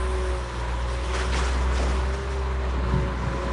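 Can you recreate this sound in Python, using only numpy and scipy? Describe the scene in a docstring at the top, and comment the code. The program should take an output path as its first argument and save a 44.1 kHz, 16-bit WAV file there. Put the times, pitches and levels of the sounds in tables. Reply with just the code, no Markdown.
"""A dredger's six-cylinder diesel drones across a river, its speed sagging and surging with the load:
sines at multiples of the firing rate, with a pump whine and a noise roar that throbs with the crank.
Mud and water pour from the bucket in bright splashes, made of dense random grains in coloured bands.
Lumps knock and thud dully into the steel barge, as damped tones and bursts of noise over a rumble;
a burst also opens a splash with a slap. Faint high chirps, perhaps a far bird, come near the end."""
import sys
import numpy as np
from scipy import signal
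from scipy.io import wavfile
from scipy.ndimage import uniform_filter1d

SR = 44100
rng = np.random.default_rng(int(sys.argv[2]) if len(sys.argv) > 2 else 0)


def boost(x):
    """Linear amplitude factor 10**(x/20) for a level x in decibels (scalar or array-like)."""
    u = np.asarray(x, float) / 20
    return 10 ** u


def digitize_waveform(pressure):
    """Quantize a signal to 16-bit integers and store it at the path in sys.argv[1].

    Rows of a 2-D input are taken as channels; values are limited to [-1, 1].
    """
    field = np.atleast_2d(pressure).T
    bounded = np.clip(field, -1, 1)
    quanta = np.round(bounded * 32767).astype(np.int16)
    wavfile.write(sys.argv[1], SR, quanta)


N = 155232  # length in samples

# How the load shows in roar and pump. Each row: time in seconds, roar level in dB, whine level in dB.
MACHINE_LOAD = [(0, -34.5, -40), (.4, -35, -47.5), (.75, -34.5, -42), (.88, -35, -53), (1.2, -33, -49),
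                (1.6, -32.5, -58), (2.0, -34, -54), (2.3, -35.5, -58), (2.6, -34.5, -50),
                (2.9, -32.5, -48.5), (3.2, -34, -43.5), (3.52, -32, -40.5)]


def rms_one(x):
    """Scale to rms 1."""
    return x / np.sqrt(np.mean(x ** 2) + 1e-20)


def in_time(rows):
    """Columns of a curve, interpolated sample by sample; the first column is seconds."""
    s, *columns = np.transpose(rows)
    return [np.interp(np.arange(N) / SR, s, column) for column in columns]


def drift(rate_hz):
    """Slow chance of rms 1: noise through two equal poles, worked out at every 40th sample."""
    r = np.exp(-80 * np.pi * rate_hz / SR)
    noise = rng.standard_normal(N // 40 + 2002)
    slow = signal.lfilter([1], [1, -2 * r, r * r], noise)[2000:]  # drop the run-in
    return np.interp(np.arange(N) / 40, np.arange(len(slow)), rms_one(slow))


def bandpass(x, order, low_hz, high_hz):
    """Butterworth band between two edges."""
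    return signal.sosfilt(signal.butter(order, [low_hz, high_hz], "band", fs=SR, output="sos"), x)


def coloured(sources, spectrum, patchy_db, patch_hz):
    """Quarter-octave bands, in turn from two unrelated sources, each with its level and flicker; rms 1."""
    out = 0
    edges = 28 * 2 ** (np.arange(36) / 4)
    hz, db = np.transpose(spectrum)
    together = drift(patch_hz)
    for k, (low, high) in enumerate(zip(edges, edges[1:])):
        middle = np.log(low * high) / 2
        level_db = np.interp(middle, np.log(hz), db, left=-200, right=-200)
        if level_db > -150:  # skip bands outside the spectrum
            band = bandpass(sources[k % 2], 2, low, high)
            flicker_db = patchy_db * (0.47 * together + drift(patch_hz))
            out = out + band * boost(level_db + flicker_db)
    return rms_one(out)


def swell(s, attack_s, t60):
    """Smooth rise to a peak at s, then an exponential fall of 60 dB in t60 seconds."""
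    t = np.arange(N) / SR - s
    rise = np.exp(-2 * (t / attack_s) ** 2)
    fall = boost(-60 * np.maximum(t, 0) / t60)
    return np.where(t < 0, rise, fall)


def chirps():
    """Faint high chirps, perhaps a far bird: short tones made slightly rough by a wavering phase."""
    # Each row: centre in seconds, peak level in dB, pitch in Hz, length in seconds.
    chirp_rows = [(2.9, -57, 6800, .015), (3.187, -55, 4950, .015), (3.2, -58, 6000, .025),
                  (3.247, -56, 5750, .015), (3.295, -59, 8000, .02), (3.36, -56, 5700, .025),
                  (3.422, -53, 5300, .016), (3.43, -62, 8250, .025), (3.5, -56, 5550, .04)]
    t = np.arange(N) / SR
    waver_turns = .2 * drift(60)
    out = 0
    for s, db, hz, length in chirp_rows:
        envelope = np.exp(-.5 * (2 * (t - s) / length) ** 4)
        out = out + boost(db) * envelope * np.sin(2 * np.pi * (hz * t + waver_turns))
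    return out


def rumble():
    """Low, lumpy rumble from the barge: coloured noise that rises and falls."""
    # Level of the rumble. Each row: time in seconds, level in dB.
    rumble_level = [(0, -45), (.6, -58), (1.1, -45.5), (1.35, -38), (1.6, -41.5), (1.9, -37), (2.1, -41.5),
                    (2.6, -51), (2.8, -33), (3.0, -39), (3.2, -34.5), (3.52, -41)]
    # Spectrum of the rumble. Each row: frequency in Hz, relative level in dB per Hz.
    rumble_colour = [(35, -20), (60, -8), (90, -3), (160, -0.5), (230, -4.5), (350, -8.5), (600, -37.5)]
    level_db, = in_time(rumble_level)
    noise = rng.standard_normal((2, N))
    return boost(level_db) * coloured(noise, rumble_colour, patchy_db=1.0, patch_hz=9.3)


def thuds_and_slap():
    """Dull thuds in the barge, and the low slap that opens a splash: noise bursts between two pitches."""
    # Each row: peak in seconds, peak level in dB, low edge in Hz, high edge in Hz, 60 dB decay in seconds.
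    burst_rows = [(1.33, -43, 122, 450, .5), (1.33, -33.5, 900, 3200, .3), (1.8, -31, 250, 695, 0.63),
                  (1.875, -36, 150, 503, 0.21), (2.86, -32, 90, 195, 0.8), (2.95, -32, 94, 237, 0.43),
                  (3.09, -34.5, 133, 221, 0.33), (3.27, -32, 85, 170, 0.39), (3.349, -32, 185, 400, 0.29),
                  (3.471, -35.5, 182.5, 347, 0.36)]
    attack_s = 0.016
    out = 0
    for s, db, low_hz, high_hz, t60 in burst_rows:
        band = bandpass(rng.standard_normal(N), 3, low_hz, high_hz)
        # flatten the noise's own ups and downs so the swell alone shapes it
        even = band / np.sqrt(uniform_filter1d(band ** 2, size=900) + 1e-12)
        out = out + boost(db) * swell(s, attack_s, t60) * even
    return out


def knocks():
    """Lumps hit and bounce with short hollow knocks: a few cycles of one pitch, quickly damped."""
    # Each row: start in seconds, peak level in dB, pitch in Hz.
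    knock_rows = [(1.803, -21, 616), (1.82, -22, 364), (1.829, -25, 530), (1.841, -21, 525),
                  (1.873, -23, 400), (2.937, -14, 147), (2.959, -14.5, 134), (2.981, -17, 140),
                  (2.995, -22, 168), (3.026, -19, 129), (3.061, -24, 119.9), (3.08, -23, 150),
                  (3.225, -26, 109), (3.268, -20, 108.1)]
    rise_cycles, t60_cycles = .4, 7.0
    t = np.arange(N) / SR
    out = 0
    for s, db, hz in knock_rows:
        rise_s = rise_cycles / hz
        envelope = swell(s + rise_s, rise_s, t60_cycles / hz)
        out = out + boost(db) * envelope * np.sin(2 * np.pi * hz * (s - t))
    return out


def drops():
    """Two streams of dense water grains: single-sample clicks of uneven size and either sign."""
    drops_per_s, spread_db = 8200, 2.5  # rate in each stream; mean scatter before the cap
    size_db = spread_db * np.minimum(rng.exponential(1, (2, N)), 5)
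    sizes = boost(size_db) * rng.choice([-1, 1], (2, N))
    return sizes * (rng.random((2, N)) < drops_per_s / SR) + 1e-18


def trickle():
    """Running water: grains coloured into a bright hiss whose level wanders."""
    # Level of the hiss. Each row: time in seconds, level in dB.
    trickle_level = [(0, -49), (.5, -46.5), (.68, -50), (1.0, -44.5), (1.35, -42), (1.6, -49.5), (2.0, -48),
                     (2.3, -53), (2.55, -53.5), (2.8, -60.5), (2.95, -53), (3.15, -57), (3.3, -57),
                     (3.52, -54)]
    # Spectrum of the hiss. Each row: frequency in Hz, relative level in dB per Hz.
    trickle_colour = [(1500, -20), (3000, 4), (4800, -4.5), (5700, -1), (7500, -12.5), (8500, -2),
                      (10000, -13.5), (12000, -15.5)]
    level_db, = in_time(trickle_level)
    return boost(level_db) * coloured(drops(), trickle_colour, patchy_db=1.65, patch_hz=13.5)


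def sizzle():
    """A thin sizzle high up: one stream of grains in a narrow treble band, fading from the start."""
    start_db, t60_s = -49.5, 2.3
    grains = rms_one(bandpass(drops()[0], 6, 8130, 11000))
    return boost(start_db + drift(11)) * swell(0, 1, t60_s) * grains


def splashes():
    """Mud and water pour from the bucket: coloured grains under swells summed in power."""
    # Each row: peak in seconds, peak level in dB, attack in seconds, 60 dB decay in seconds.
    splash_rows = [(1.152, -31.5, .025, 0.75), (1.18, -36.5, .025, 0.55), (1.212, -38, 0.018, 0.17),
                   (1.351, -29.5, 0.029, 1.14), (1.41, -35, .03, 1.0), (1.46, -37, 0.025, 0.85),
                   (1.8, -34.5, 0.11, 1.34), (1.9, -37.5, 0.043, 0.4), (2.15, -39.5, 0.044, 0.74),
                   (2.32, -41, 0.034, 0.71), (2.7, -47, .03, .3), (2.9, -47, .015, .6),
                   (3.01, -45, .05, .25), (3.23, -46, 0.1, 0.86), (3.35, -44, 0.031, 3.5)]
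    # Spectrum of the splashes. Each row: frequency in Hz, relative level in dB per Hz.
    splash_colour = [(400, -1), (650, -6.5), (1100, -6), (1440, -4), (2650, -13), (4000, -16), (5700, -16),
                     (8000, -22.5), (10000, -26.5), (12000, -43)]
    power = sum((boost(db) * swell(s, attack_s, t60)) ** 2 for s, db, attack_s, t60 in splash_rows)
    return np.sqrt(power) * coloured(drops(), splash_colour, patchy_db=1.84, patch_hz=25)


def firing_cycles():
    """Count of firings so far: the summed firing rate, which sags and surges with the load."""
    # Engine speed. Each row: time in seconds, firings per second in Hz.
    engine_speed = [(0, 62.3), (.2, 62.15), (.45, 60.34), (.7, 59.12), (.95, 60.5), (1.2, 62.26),
                    (1.5, 62.96), (1.93, 63.18), (2.07, 64.16), (2.2, 66.24), (2.45, 65.1), (2.65, 64.1),
                    (2.85, 62.6), (3.1, 61.53), (3.35, 60.42), (3.52, 61)]
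    hz, = in_time(engine_speed)
    return np.cumsum(hz) / SR


def roar(cycles):
    """Roar of housing, fan and river: coloured noise that throbs with each turn of the crank."""
    # Spectrum of the roar. Each row: frequency in Hz, relative level in dB per Hz.
    roar_colour = [(30, -30), (50, -21.5), (66, -0.5), (90, -15.5), (113, -13.5), (229, -16), (300, -18),
                   (380, -11), (479, -15.5), (568, -13.5), (726, -20.5), (950, -12), (1100, -15.5),
                   (1500, -18), (2100, -23), (3000, -31), (4400, -32), (5000, -46), (7000, -41.5),
                   (10500, -61.5), (12000, -54)]
    throb_depth, firings_per_turn = .09, 3
    level_db = in_time(MACHINE_LOAD)[0]
    noise = coloured(rng.standard_normal((2, N)), roar_colour, patchy_db=1.3, patch_hz=4.9)
    throb = 1 + throb_depth * np.sin(2 * np.pi * cycles / firings_per_turn)
    return boost(level_db) * noise * throb


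def order_tone(cycles, order, level_db):
    """A tone at a multiple of the firing rate, its level wavering and its phase jittering."""
    waver_db, waver_hz, jitter_cycles = 1.2, 8, .005
    phase = order * (cycles + jitter_cycles * drift(8.9)) + rng.random()
    level = np.sqrt(2) * boost(level_db + waver_db * drift(waver_hz))  # dB is rms, hence the root 2
    return level * np.sin(2 * np.pi * phase)


def pump_whine(cycles):
    """The pump whines at 16.55 times the firing rate, louder and softer with the load."""
    return order_tone(cycles, 16.55, in_time(MACHINE_LOAD)[1])


def engine(cycles):
    """The diesel's drone: a sine at the firing rate and its orders, all locked to the same speed."""
    # Exhaust note. Each row: time in seconds, rms level in dB.
    exhaust_level = [(0, -25), (.3, -25), (.42, -29.5), (.51, -36.5), (.6, -28.5), (.7, -27.5), (.95, -27),
                     (1.08, -28.5), (1.3, -24), (1.6, -23.5), (1.85, -23), (2.1, -24.5), (2.23, -32.5),
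                     (2.36, -25), (2.72, -26.5), (2.95, -25), (3.15, -28), (3.32, -30.5), (3.52, -29)]
    # Overtones that swell and fade. Each row: time in seconds, then rms levels in dB
    # of the 2nd, 3rd, 6th and 9th multiples of the firing rate.
    overtone_levels = [(0, -52, -50, -35.5, -42), (.28, -50, -54, -35.5, -41), (.42, -40, -50, -45, -43),
                       (.6, -40, -46, -48, -46), (.75, -41, -48, -49, -46), (.95, -39, -52, -41, -43),
                       (1.06, -48, -48, -45, -42), (1.2, -50, -50, -37.5, -44), (1.32, -46, -47, -39, -43),
                       (1.5, -45, -45, -41, -46), (1.9, -46, -46, -41.5, -45), (2.1, -42, -48, -38.5, -45),
                       (2.4, -41, -49, -37.5, -50), (2.62, -42, -48, -41, -45), (2.75, -52, -44, -41, -47),
                       (2.9, -46, -44, -37.5, -43), (3.02, -44, -43, -37, -37), (3.12, -46, -44, -45, -38),
                       (3.17, -46, -46, -48, -48), (3.25, -43, -45, -50, -42), (3.4, -44, -48, -41, -39),
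                       (3.52, -42, -46, -39, -38.5)]
    # Those overtones, as multiples of the firing rate.
    overtone_orders = [2, 3, 6, 9]
    # Weak orders of steady mean level, as multiples of the firing rate; thirds come from unequal cylinders.
    steady_orders = [2 / 3, 4 / 3, 5 / 3, 8, 18]
    # The mean level of each weak order, rms in dB.
    steady_levels = [-54.5, -52, -50, -59, -52]
    note_db, = in_time(exhaust_level)
    out = np.sqrt(2) * boost(note_db) * np.sin(2 * np.pi * cycles)
    for order, level_db in zip(overtone_orders, in_time(overtone_levels)):
        out = out + order_tone(cycles, order, level_db)
    for order, level_db in zip(steady_orders, steady_levels):
        out = out + order_tone(cycles, order, level_db)
    return out


def scene():
    """Everything heard from the bank, in one channel."""
    cycles = firing_cycles()
    impacts = thuds_and_slap() + knocks()
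    water = trickle() + sizzle() + splashes()
    machine = roar(cycles) + pump_whine(cycles) + engine(cycles)
    return (chirps() + rumble() + impacts + water + machine)[None]


def roll_off(x):
    """The treble ends steeply here."""
    return signal.sosfilt(signal.butter(12, 11000, fs=SR, output="sos"), x)


def record(dry):
    """The microphone's mix, with the treble cut steeply above 10350 Hz."""
    low_pass = signal.ellip(12, .5, 70, 10350, fs=SR, output="sos")  # ripple and stop depth in dB
    mix = signal.sosfilt(low_pass, dry)
    return roll_off(mix)


dry = scene()
out = record(dry)
digitize_waveform(out)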